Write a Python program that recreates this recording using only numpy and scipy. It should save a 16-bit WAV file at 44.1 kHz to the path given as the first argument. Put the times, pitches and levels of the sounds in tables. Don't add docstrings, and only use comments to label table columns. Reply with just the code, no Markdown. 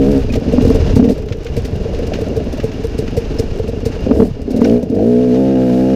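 import sys
import numpy as np
from scipy import signal
from scipy.fft import rfft, irfft, next_fast_len
from scipy.io import wavfile
from scipy.ndimage import map_coordinates

SR = 44100
rng = np.random.default_rng(int(sys.argv[2]) if len(sys.argv) > 2 else 0)


def gain_from_db(level_db):
    decades = np.asarray(level_db, float) / 20
    return 10 ** decades


def pcm_store(signal):
    levels = np.round(np.clip(np.atleast_2d(signal), -1, 1) * 32767)
    wavfile.write(sys.argv[1], SR, levels.astype(np.int16).T)


N = 262395


def unit(x):
    return x / np.sqrt(np.mean(x ** 2) + 1e-20)


def along(points, hz):
    f, v = np.transpose(points)
    return np.interp(np.log(hz + 1), np.log(f + 1), v)


def curves(rows):
    s, *cols = np.transpose(rows)
    return [np.interp(np.arange(N) / SR, s, c) for c in cols]


def wobble(rate, size=N):
    knots = rng.standard_normal(int(size * rate / SR) + 4)
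    return map_coordinates(knots, [np.arange(size) * rate / SR])


def filtered(x, response):
    m = next_fast_len(N + SR // 2)
    return irfft(rfft(x, m) * response(np.fft.rfftfreq(m, 1 / SR)), m)[:N]


def noise(spectrum):
    return unit(filtered(rng.standard_normal(N), lambda hz: gain_from_db(along(spectrum, hz))))


def modes(table):
    def response(f):
        total = 0
        for k, (centre, width, db) in enumerate(table):
            damping = 1j * f * width
            total = total + (-1) ** k * gain_from_db(db) * damping / (centre * centre - f * f + damping)
        return total
    return response


def placed(starts, rows):
    at = np.round(np.asarray(starts) * SR).astype(int)[:, None] + np.arange(rows.shape[1])
    return np.bincount(at.ravel(), rows.ravel(), N + SR)[:N]


def bursts(s, db, life, hold):
    t, life = np.arange(SR // 8) / SR, np.clip(life, .004, .2)[:, None]
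    decay = gain_from_db(db[:, None] - 60 * (t / life) ** hold)
    return placed(s - .001, decay * (1 - np.exp(-t / (0.023 * life))))


def turn_beat(strokes):
    t = np.arange(SR // 20) / SR
    return signal.fftconvolve(strokes, t / 0.0069 * np.exp(1 - t / 0.0046))[:N]


# time in seconds, wind level in
# dB, clatter level in dB.
RIDE = [(0.08, -19, -38), (0.36, -19.5, -39), (0.75, -18, -35), (0.91, -15.5, -32.5), (1.0, -21.5, -40.5),
        (1.36, -31, -45.5), (1.55, -21.5, -40.5), (2.09, -21.5, -37.5), (2.67, -27, -39.5),
        (3.3, -23, -37.5), (3.68, -27.5, -40.5), (4.03, -23, -39), (4.2, -27.5, -44), (4.48, -30, -46.5),
        (4.66, -35, -37.5), (4.83, -33, -49), (5.03, -35, -43), (5.7, -36, -39.5)]
# frequency in Hz, density in dB per Hz.
BUFFET = [(11, -34), (18, 5), (75, 3), (113, -8), (146, -2.5), (200, -24.5), (260, -36), (440, -120)]


def wind():
    buffet_db = curves(RIDE)[0]
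    return gain_from_db(buffet_db + 2.0 + 0.35 * wobble(18.0) + 0.28 * wobble(18)) * noise(BUFFET)


# frequency in Hz, level in dB.
WHINE = [(12618, -79)]


def whine():
    (hz, db), = WHINE
    phase = 2 * np.pi * np.cumsum(hz + 7 * wobble(20)) / SR
    return gain_from_db(db + 1.5 + 2.5 * wobble(10)) * np.sin(phase)


# frequency in Hz, density in dB per Hz.
JET = [(2500, -120), (3500, -3.5), (5300, -1), (7500, -9), (11000, -14), (15200, -15), (15800, -28.5)]


def sand():
    loose_ground_s, grain_t60_s = 4, 0.0091
    luck = rng.random((56, 2))
    db = -39 - 4 * np.log(luck[:, 1] + .12)
    starts = 0.014 + loose_ground_s * luck[:, 0]
    return bursts(starts, db, np.full(len(db), grain_t60_s), 0.89) * noise(JET)


# start in seconds, level in dB, t60 in seconds.
STONES = [(0.322, -31, 0.061), (0.338, -22, 0.07), (0.358, -27, 0.07), (.607, -28, 0.076),
          (1.04, -29.5, 0.083), (1.088, -27.5, 0.068), (1.286, -29.5, 0.054), (1.323, -24, 0.063),
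          (1.466, -25.5, 0.054), (1.653, -25.5, 0.047), (1.947, -30.5, 0.053), (2.135, -21, 0.084),
          (2.155, -33, 0.055), (2.6, -25.5, 0.076), (2.717, -28.5, 0.046), (3.078, -26.5, 0.057),
          (3.251, -34, .06), (4.11, -32, .04), (4.644, -24, 0.02), (4.649, -19, 0.03), (4.697, -26, 0.034)]
# frequency in Hz, density in dB per Hz.
GRIT = [(700, -120), (1100, 0), (2500, 4.5), (4500, -2.5), (6500, -6), (8500, -26)]


def stones():
    return bursts(*np.transpose(STONES), 0.88) * noise(GRIT)


# start in seconds, frequency in Hz, level in dB, t60 in seconds.
PINGS = [
    (0.301, 2490, -23.5, 0.053),
    (3.386, 5210, -19, 0.022),
    (4.651, 1500, -21, 0.03),
    (4.651, 2300, -22, 0.025),
    (4.645, 5545, -14.5, 0.011),
]


def pings():
    s, hz, db, t60 = np.transpose(PINGS)[:, :, None]
    t = np.arange(SR // 10) / SR
    envelope = gain_from_db(db - 60 * t / t60) * (1 - np.exp(-t / 0.00077))
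    return placed(s[:, 0], envelope * np.sin(2 * np.pi * hz * t))


# frequency in Hz, density in dB per Hz.
METAL = [(530, 2), (900, -0.5), (1160, -6), (1670, -5), (2120, -9), (2310, -5.5), (2700, -6.5), (3190, -10),
         (5070, -12.5), (6290, -15), (8170, -29), (13000, -35), (15300, -41.5), (15800, -51)]
# frequency in Hz, width in Hz, level in dB.
PANELS = [
    (2810, 150, 0),
    (5050, 350, -5),
]
# frequency in Hz, density in dB per Hz.
RASP = [(1100, -55.5), (1400, -6.5), (1750, -3), (2300, -14), (4500, -4.5), (8000, -12), (15200, -16.5),
        (15800, -27.5)]


def clatter(beat, throttle, blip):
    clatter_db = curves(RIDE)[1]
    rattle = gain_from_db(1.01 * wobble(22.95) + 1.3 * wobble(90)) * (1.57 + 0.32 * beat) * noise(METAL)
    ringing = unit(filtered(rng.standard_normal(N), lambda f: modes(PANELS)(f) ** 2))
    fins = gain_from_db(-6 - 8 * throttle) * (.45 + 1.0 * beat) * ringing
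    opening = .55 * throttle + 1.4 * blip
    rasp = gain_from_db(-2 + 1.8 * wobble(6.5)) * opening * (0.45 + .7 * beat) * noise(RASP)
    return gain_from_db(clatter_db - 1.5) * (rattle + fins + rasp)


# time in seconds, effort in dB.
EFFORT = [(0.2, -25.5), (0.4, -20.5), (0.66, -18), (0.78, -15.5), (0.92, -18), (1.0, -20.5), (1.11, -14.5),
          (1.15, -27), (1.45, -27.5), (2.25, -17.5), (2.67, -23), (3.5, -24.5), (4.03, -25.5),
          (4.12, -17.5), (4.24, -15.5), (4.33, -35.5), (4.6, -16), (4.85, -23)]
# frequency in Hz, density in dB per Hz.
ROAR = [(71, -17), (120, -23), (182, 1), (232, -4), (355, -4.5), (435, -4.5), (529, -10), (591, -9),
        (781, -22), (1100, -45), (1430, -59), (2420, -120)]


def roar(beat, throttle):
    roar_db = (1 - throttle) * curves(EFFORT)[0] - 36 * throttle
    unsteady_db = np.clip(2.2 * wobble(30), -4, 2)
    return gain_from_db(roar_db + 2.5 + unsteady_db) * (0.42 + 0.55 * beat) * noise(ROAR)


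# start in seconds, peak in dB.
PUFFS = [(0.112, -32.5), (0.2309, -52), (0.3227, -30), (0.354, -32), (0.524, -29.5), (0.618, -30.5),
         (0.6496, -31), (0.6748, -32), (0.7, -31.5), (0.744, -28.5), (0.9557, -25), (0.995, -44),
         (1.047, -37), (1.0927, -30), (1.115, -33), (1.18, -38.5), (1.648, -30), (2.066, -34.5),
         (2.44, -39), (4.146, -39), (4.1699, -48), (4.417, -38.5), (4.506, -32), (4.562, -31.5),
         (4.609, -35), (4.8274, -37), (4.896, -38), (4.9483, -38)]
# start in seconds, silencer ring in dB, chamber ring in dB, puff in dB.
POPS = [(1.451, -14.5, -29, -48), (1.569, -8.5, -11, -28.5), (1.85, -11, -34, -50), (1.935, -12, -33, -40),
        (2.03, -12.5, -38, -47), (2.214, -9, -19, -34.5), (2.367, -6.5, -33, -32),
        (2.531, -29, -9.5, -34.5), (2.636, -6, -12.5, -30), (2.84, -7, -15, -31.5), (2.984, -6.5, -13, -28),
        (3.17, -4.5, -15, -25.5), (3.391, -5, -10, -25.5), (3.591, -9, -26, -37.5),
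        (3.682, -11, -14, -34.5), (3.857, -6, -10.5, -26)]
# frequency in Hz, density in dB per Hz.
DULL = [(900, -120), (1300, 4.5), (2500, 12), (4000, -0.5), (5000, -120)]


def puffs():
    pops = np.transpose(POPS)
    pop_puffs = [pops[0] - 0.003, pops[3]]
    s, db = np.hstack([np.transpose(PUFFS), pop_puffs])
    t60_s = 0.085 + 0.0028 * (db + 32)
    shape = bursts(s, db - 3.5, t60_s, 1.066)
    return shape * gain_from_db(2.7 * wobble(250)) * (noise(JET) + gain_from_db(-5.5) * noise(DULL))


# time in seconds, frequency in Hz, level in dB.
SURGE = [
    (4.109, 48.8, -12),
    (4.188, 80.6, -22.5),
    (4.244, 101, -29),
    (4.311, 117, -33),
]


def surge():
    hz, db = curves(SURGE)
    time = np.arange(N) / SR
    fade = np.clip(np.minimum(time - SURGE[0][0], SURGE[-1][0] - time) / 0.05, 0, 1)
    return fade * gain_from_db(db + 5.5) * np.sin(2 * np.pi * np.cumsum(hz) / SR), fade


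# time in seconds, level in dB.
VALVE = [(0.2, 0), (4.7, -5), (5.0, -4), (5.45, -2), (5.56, 4.5), (5.67, 3.5), (5.73, -1), (5.85, 3)]
# frequency in Hz, width in Hz, level in dB.
REED = [(1280, 200, -2), (1640, 260, -0.5), (1900, 240, -1.5), (2380, 380, -1), (2850, 300, -2.5)]


def reed_valve(steady):
    valve_db = curves(VALVE)[0]
    t = np.arange(SR // 30) / SR
    flutter = rng.standard_normal(len(t)) * gain_from_db(-60 * t / .016)
    flutter = flutter / np.linalg.norm(flutter)
    snaps = signal.fftconvolve(gain_from_db(valve_db + .9 * wobble(60)) * steady, flutter)[:N]
    return filtered(snaps, lambda f: modes(REED)(f) ** 2)


# start in seconds, peak in dB, pitch in Hz.
KNOCKS = [(0.236, -19, 522), (0.356, -10.5, 612), (0.482, -26, 550), (0.514, -25, 516), (0.534, -11, 581),
          (0.578, -11, 590), (0.65, -9, 516), (0.75, -11.5, 510), (0.858, -20, 526), (0.897, -19, 525),
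          (0.964, -19, 566), (1.049, -17, 635), (1.161, -18.5, 522), (1.183, -15, 510), (1.571, -13, 514),
          (1.685, -20, 580), (1.812, -22, 525), (1.859, -19, 522), (1.894, -20, 522), (1.992, -21, 566),
          (2.119, -10.5, 610), (2.186, -11.5, 546), (2.278, -19, 596), (2.323, -16.5, 554),
          (2.369, -16, 564), (2.414, -21, 596), (2.486, -22, 523), (2.535, -19, 565), (2.59, -21, 568),
          (2.634, -12, 549), (2.791, -29, 554), (3.154, -20, 570), (3.17, -14, 570), (3.39, -13, 525),
          (3.599, -13, 522), (3.689, -17, 552), (3.732, -18, 581), (3.858, -15, 530), (4.022, -22, 546),
          (4.066, -5.5, 504), (4.109, -6, 533), (4.163, -12, 522), (4.189, -21, 510), (4.39, -22, 540),
          (4.456, -31, 596), (4.474, -27, 517), (4.54, -18, 543), (4.566, -16, 589), (4.612, -13, 565),
          (4.658, -6, 522), (4.796, -25, 638), (4.831, -15, 522), (4.875, -31, 523), (4.994, -14, 670)]


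def knocks():
    t60_s, rise_s = 0.045, 0.0014
    s, db, hz = np.transpose(KNOCKS)[:, :, None]
    t, luck = np.arange(SR // 16) / SR, rng.random((len(KNOCKS), 2))
    ring = np.sin(2 * np.pi * (hz * t + luck[:, :1]))
    ring += 0.28 * np.sin(2 * np.pi * (1.22 * hz * t + luck[:, 1:]))
    envelope = gain_from_db(db + 1 - 60 * t / t60_s) * (1 - np.exp(-t / rise_s))
    return placed(s[:, 0] - 0.001, envelope * ring)


# start in seconds,
# chamber ring in dB, silencer ring in dB, thump in dB.
KICKS = [(0.24, -11, -16, -9), (0.415, -10, -25, -15), (0.605, -3.5, -11, -11), (0.794, -16, -15, -1.5),
         (0.818, -16, -13.5, -4), (0.85, -24, -13, -7), (0.872, -12, -26, -7), (0.93, -6, -31, -4),
         (4.091, -7.5, -15, -16), (4.13, -18, -28, -22), (4.231, -3, -13.5, -15), (4.275, -13.5, -19, -18),
         (4.361, -20, -22, -37), (4.389, -14.5, -20, -24), (4.414, -20, -22, -15), (4.451, -16, -32, -20),
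         (4.502, -5, -22, -18), (4.585, -6, -12, -11), (4.632, -1.5, -22, -25), (4.921, -4.5, -14, -20),
         (0.299, -6, -29, -18), (0.332, -6.5, -22, -20), (0.35, -13.5, -12.5, -21), (0.367, -7.5, -8, -7),
         (0.472, -2.5, -31, -17), (0.532, -0.5, -6.5, -8.5), (0.577, 4, -29, -7), (0.645, -5.5, -5.5, -0.5),
         (0.667, 0.5, -15, -13), (0.697, 1.5, -4, -9), (0.744, -7, -6.5, -3.5), (0.959, 3, -5.5, 1.5),
         (0.99, 5, -11, -12), (1.021, 2, -26, -14), (1.049, -1, -12.5, -17), (1.07, -1, -10, -11),
         (1.094, -0.5, -9, -15.5), (1.114, -6, -20, -20), (4.061, -4, -10, -14), (4.105, 5, -3, -33),
         (4.157, -10, -7.5, -21.5), (4.194, -1.5, -2.5, -9), (4.214, -0.5, -1, -23), (4.256, -28, -18, -19),
         (4.475, -7.5, -12, -36), (4.537, -4, -12, -11), (4.559, -3.5, -20, -34), (4.611, 4.5, -5, -27),
         (4.828, -6, -22, -17), (4.895, -5, -23, -12), (4.966, -5, -13, -22),
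         (0.488, -12, -23, -11), (0.519, -18, -9, -20), (0.557, -9, -21, -22), (0.621, -12, -9, -3),
          (0.684, -11, -11.5, -6), (0.978, -4.5, -13.5, -20), (1.007, -9, -11, -20), (1.036, -10, -7, -20),
          (4.145, -15, -8.5, -12), (4.175, -18.5, -18.5, -17), (4.185, -6, -8.5, -22),
          (4.204, -10, -8, -20)]
# start in seconds, silencer ring in dB, chamber ring in dB.
STUTTERS = [(1.16, -18, -35), (1.345, -17.5, -28), (1.417, -25, -38), (1.495, -21.5, -25.5),
            (1.533, -22, -26), (1.65, -15.5, -21), (1.685, -21, -22.5), (1.811, -17.5, -33),
            (1.9, -21, -31), (1.993, -12, -24), (2.082, -17.5, -25), (2.148, -18, -21), (2.185, -17, -23),
            (2.274, -21, -26), (2.31, -16, -14), (2.412, -17, -24), (2.469, -30, -19.5), (2.59, -19, -16),
            (2.688, -19, -20), (2.752, -32, -17.5), (2.793, -16.5, -17), (2.907, -26, -23),
            (2.944, -18, -18.5), (3.035, -15, -20), (3.079, -20, -18), (3.124, -26, -17),
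            (3.219, -17, -21.5), (3.256, -19, -34), (3.315, -17, -19), (3.35, -19, -19.5),
            (3.434, -17, -20), (3.486, -26, -42), (3.563, -20, -29), (3.64, -15.5, -19), (3.73, -15.5, -18),
            (3.772, -23, -20), (3.829, -18, -18), (3.899, -21, -19), (4.001, -25, -44)]
# time in seconds, speed in turns per second.
SPEED = [(0, 24), (.6, 30), (1.0, 40), (1.2, 25), (1.5, 21.5), (3.9, 21.5), (4.1, 42), (4.3, 30), (5, 36)]
# level at idle effort in dB, dB gained per dB of effort, scatter in dB.
WEAK = [
    (-24, 1, -3),
    (-23, 0.6, 8.5),
    (-16, 0, -6.5),
]


def fired(throttle):
    s, silencer, chamber, _ = np.transpose(POPS)
    pops = np.transpose([s, chamber, silencer, silencer])
    s, silencer, chamber = np.transpose(STUTTERS)
    ignition = s - 0.00408
    stutters = np.transpose([ignition, chamber, silencer, chamber]) + (0, 4.5, 0.5, 4)
    strong = np.vstack([KICKS, pops, stutters])
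    edges = np.sort(np.append(strong[:, 0], .2))
    gaps = np.diff(edges)
    speed = np.transpose(SPEED)
    counts = np.round(gaps * np.interp(edges[:-1] + gaps / 2, *speed)).astype(int)
    s = np.hstack([np.linspace(a, b, n + 1)[1:-1] for a, b, n in zip(edges, edges[1:], counts)])
    luck = rng.standard_normal((len(s), 4))
    s = s + 0.0876 * luck[:, 3] / np.interp(s, *speed)
    base, grows, scatter = np.transpose(WEAK)
    effort = np.interp(s, *np.transpose(EFFORT))[:, None] + 24
    weak = base + grows * effort + scatter * np.clip(luck[:, :3], -2, .9)
    weak = weak - 60 * throttle[(s * SR).astype(int), None]
    return np.vstack([strong, np.column_stack([s, weak])])


def echoed(hz, share):
    round_trip_s = 0.0111
    return 1 / (1 - np.clip(share, 0, .8) * np.exp(-2j * np.pi * hz * round_trip_s))


# frequency in Hz, swell time in seconds, pitch scatter as a share,
# sharpness (no unit), phase at the crest in rad.
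RINGS = [
    (248, 0.0065, 0.04, 1.9, 1.54),
    (445, 0.0075, 0.035, 1.3, 0.07),
    (98, 0.0075, 0.14, 2.4, 2.65),
]


def firings(rows):
    s, *levels = np.transpose(rows)
    t, out = np.arange(SR // 16) / SR, np.zeros(N)
    for (hz, swell, scatter, sharp, start), db in zip(RINGS, levels):
        luck = rng.standard_normal((len(s), 2))
        shape = (t / swell * np.exp(1 - t / swell)) ** sharp
        pitch = hz * (1 + scatter * luck[:, :1])
        phase = 2 * np.pi * pitch * (t - swell) + start + 0.5 * luck[:, 1:]
        out += placed(s + 0.002, gain_from_db(db - 3.5)[:, None] * shape * np.cos(phase))
    crack_hz = 630 * (1 + 0.18 * rng.standard_normal((len(s), 1)))
    crack = gain_from_db(-60 * t / 0.029) * np.sin(2 * np.pi * crack_hz * t)
    crack_db = np.maximum(levels[0], levels[1]) - 11.5
    crack = placed(s + 0.00456, gain_from_db(crack_db)[:, None] * crack)
    crack = filtered(crack, lambda f: 1 / (1 + 1j * f / 800) ** 4)
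    return filtered(out + crack, lambda f: echoed(f, 0.03))


RETURNS = [
    [(-.68, .475), (-.835, .884), (.92, .077)],
    [(-.73, .79), (-.45, .466), (1.01, .413)],
]
RETURN_RAD = [3.77, 3.89]


def returns(k, song):
    sums = []
    for rows, rad in zip(RETURNS, RETURN_RAD):
        reflected = sum(share * np.exp(-2j * np.pi * k * delay) for share, delay in rows)
        sums.append(np.exp(1j * rad) * (1 + reflected))
    off, on = sums
    return np.angle(off) + song * np.angle(on / off)


# time in seconds, share on song from 0 to 1.
ON_SONG = [(.3, 1), (4.5, 0), (5.2, 0), (5.31, 1)]


def pull(rows, orders, home_hz, rough_db, turns):
    time = np.arange(N) / SR
    running = np.clip(np.minimum(time - rows[0][0], rows[-1][0] - time) / 0.077 + .5, 0, 1)
    on = running > 0
    turns_hz, level_db = (curve[on] for curve in curves(rows))
    rough_db = rough_db * (1 + 12 * np.clip(1 - turns_hz / home_hz, 0, 1))
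    note, song = np.zeros(on.sum()), curves(ON_SONG)[0][on]
    for k in range(1, 18):
        db = np.interp(k * (turns_hz / home_hz) ** .8, *np.transpose(orders), right=-50)
        swing = rough_db * wobble(30, size=len(note))
        slip = 0.12 * rough_db * wobble(30, size=len(note))
        note += gain_from_db(db + swing) * np.cos(2 * np.pi * k * turns[on] + returns(k, song) + slip)
    out = np.zeros(N)
    out[on] = gain_from_db(level_db) * unit(note)
    return running * out, running


# time in seconds, speed in turns per second, level in dB.
PULLS = [
    [(-0.05, 68.3, -13), (0.024, 67.8, -9), (0.058, 66.75, -11), (0.108, 72.1, -9.5), (0.186, 66.6, -12),
     (0.24, 67.8, -29)],
    [(4.63, 50.33, -16), (4.66, 51.85, -9), (4.69, 55.1, -11.5)],
    [(4.69, 53.8, -7), (4.718, 58.2, -7), (4.764, 60.5, -9.5), (4.83, 59.6, -22.5)],
    [(4.925, 44.26, -15), (4.96, 47.06, -13), (4.995, 49.2, -12.5), (5.03, 54.1, -9), (5.065, 58.3, -20.5)],
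    [(5.065, 58.6, -3.5), (5.098, 60.4, -9), (5.274, 62.1, -10.5), (5.34, 61.5, -10.5), (5.37, 64, -12.5)],
    [(5.37, 64.2, -7.5), (5.404, 67.53, -9.5), (5.466, 65.35, -10.5), (5.524, 66.8, -10.5),
     (5.584, 63.9, -11.5), (5.638, 63.56, -11), (5.72, 61.8, -10.5), (5.86, 65, -11), (5.904, 65.8, -10.5),
     (6.0, 64, -10)],
]
# multiple of the turn rate, level in dB.
CRUISE = [(1, -14), (2, -3.5), (3, 3), (4, 7), (5, -7.5), (6, 3), (7, 3.5), (8, -13.5), (9, -5.5),
          (10, -21), (11, -17), (12, -27), (13, -25), (14, -34)]
LUG = [(1, -9.5), (2, -2.5), (3, -24), (4, 1.5), (5, -2), (6, 0.5), (7, -2.5), (8, -14), (9, 2.5),
       (10, -2.5), (11, -16), (12, -9), (13, -8.5), (14, -20), (15, -18), (16, -25)]
CLIMB = [(1, -27), (2, -11), (3, -11.5), (4, 2), (5, -10.5), (6, -19), (7, -0.5), (8, -8), (9, -16),
         (10, -21), (11, -16), (12, -31), (13, -41.5), (14, -32), (15, -47), (16, -45)]
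SPIN = [(1, -19), (2, -7.5), (3, -2), (4, 3), (5, -5), (6, -9), (7, -5.5), (8, -4.5), (9, -16.5),
        (10, -12.5), (11, -14), (12, -34), (13, -20.5), (14, -34), (15, -51), (16, -51.5)]


def pulls():
    turns_hz = curves([row for rows in PULLS for row in rows])[0]
    turns = np.cumsum(turns_hz * (1 + .004 * wobble(30))) / SR
    # colour, its turns Hz, roughness dB
    loads = [(CRUISE, 67.5, 2.4), (LUG, 50.5, 1.5), (CLIMB, 61, 1.3),
             (LUG, 50.5, 1.2), (CLIMB, 61, 1), (SPIN, 64.5, 1.4)]
    notes, openings = zip(*[pull(rows, *load, turns) for rows, load in zip(PULLS, loads)])
    return sum(notes), np.clip(sum(openings), 0, 1), turns


def scene():
    note, throttle, turns = pulls()
    shots = fired(throttle)
    lone = placed(shots[:, 0] - .008, np.ones((len(shots), 1)))
    steady = throttle * np.diff(np.floor(turns), prepend=0)
    beat = turn_beat(lone + steady)
    hum, blip = surge()
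    background = wind() + whine() + sand() + stones() + pings()
    machine = clatter(beat, throttle, blip) + roar(beat, throttle) + puffs() + hum
    engine = reed_valve(steady) + knocks() + firings(shots) + note
    return (background + machine + engine)[None]


def roll_off(x):
    return signal.sosfilt(signal.butter(12, 15800, fs=SR, output="sos"), x)


def record(dry):
    clipped = dry / (1 + np.abs(dry / .99) ** 30) ** (1 / 30)
    limited = filtered(clipped[0], lambda hz: hz < 15800)[None]
    limited = limited * np.clip((N - np.arange(N)) / (.004 * SR), 0, 1)
    return roll_off(limited)


dry = scene()
out = record(dry)
pcm_store(out)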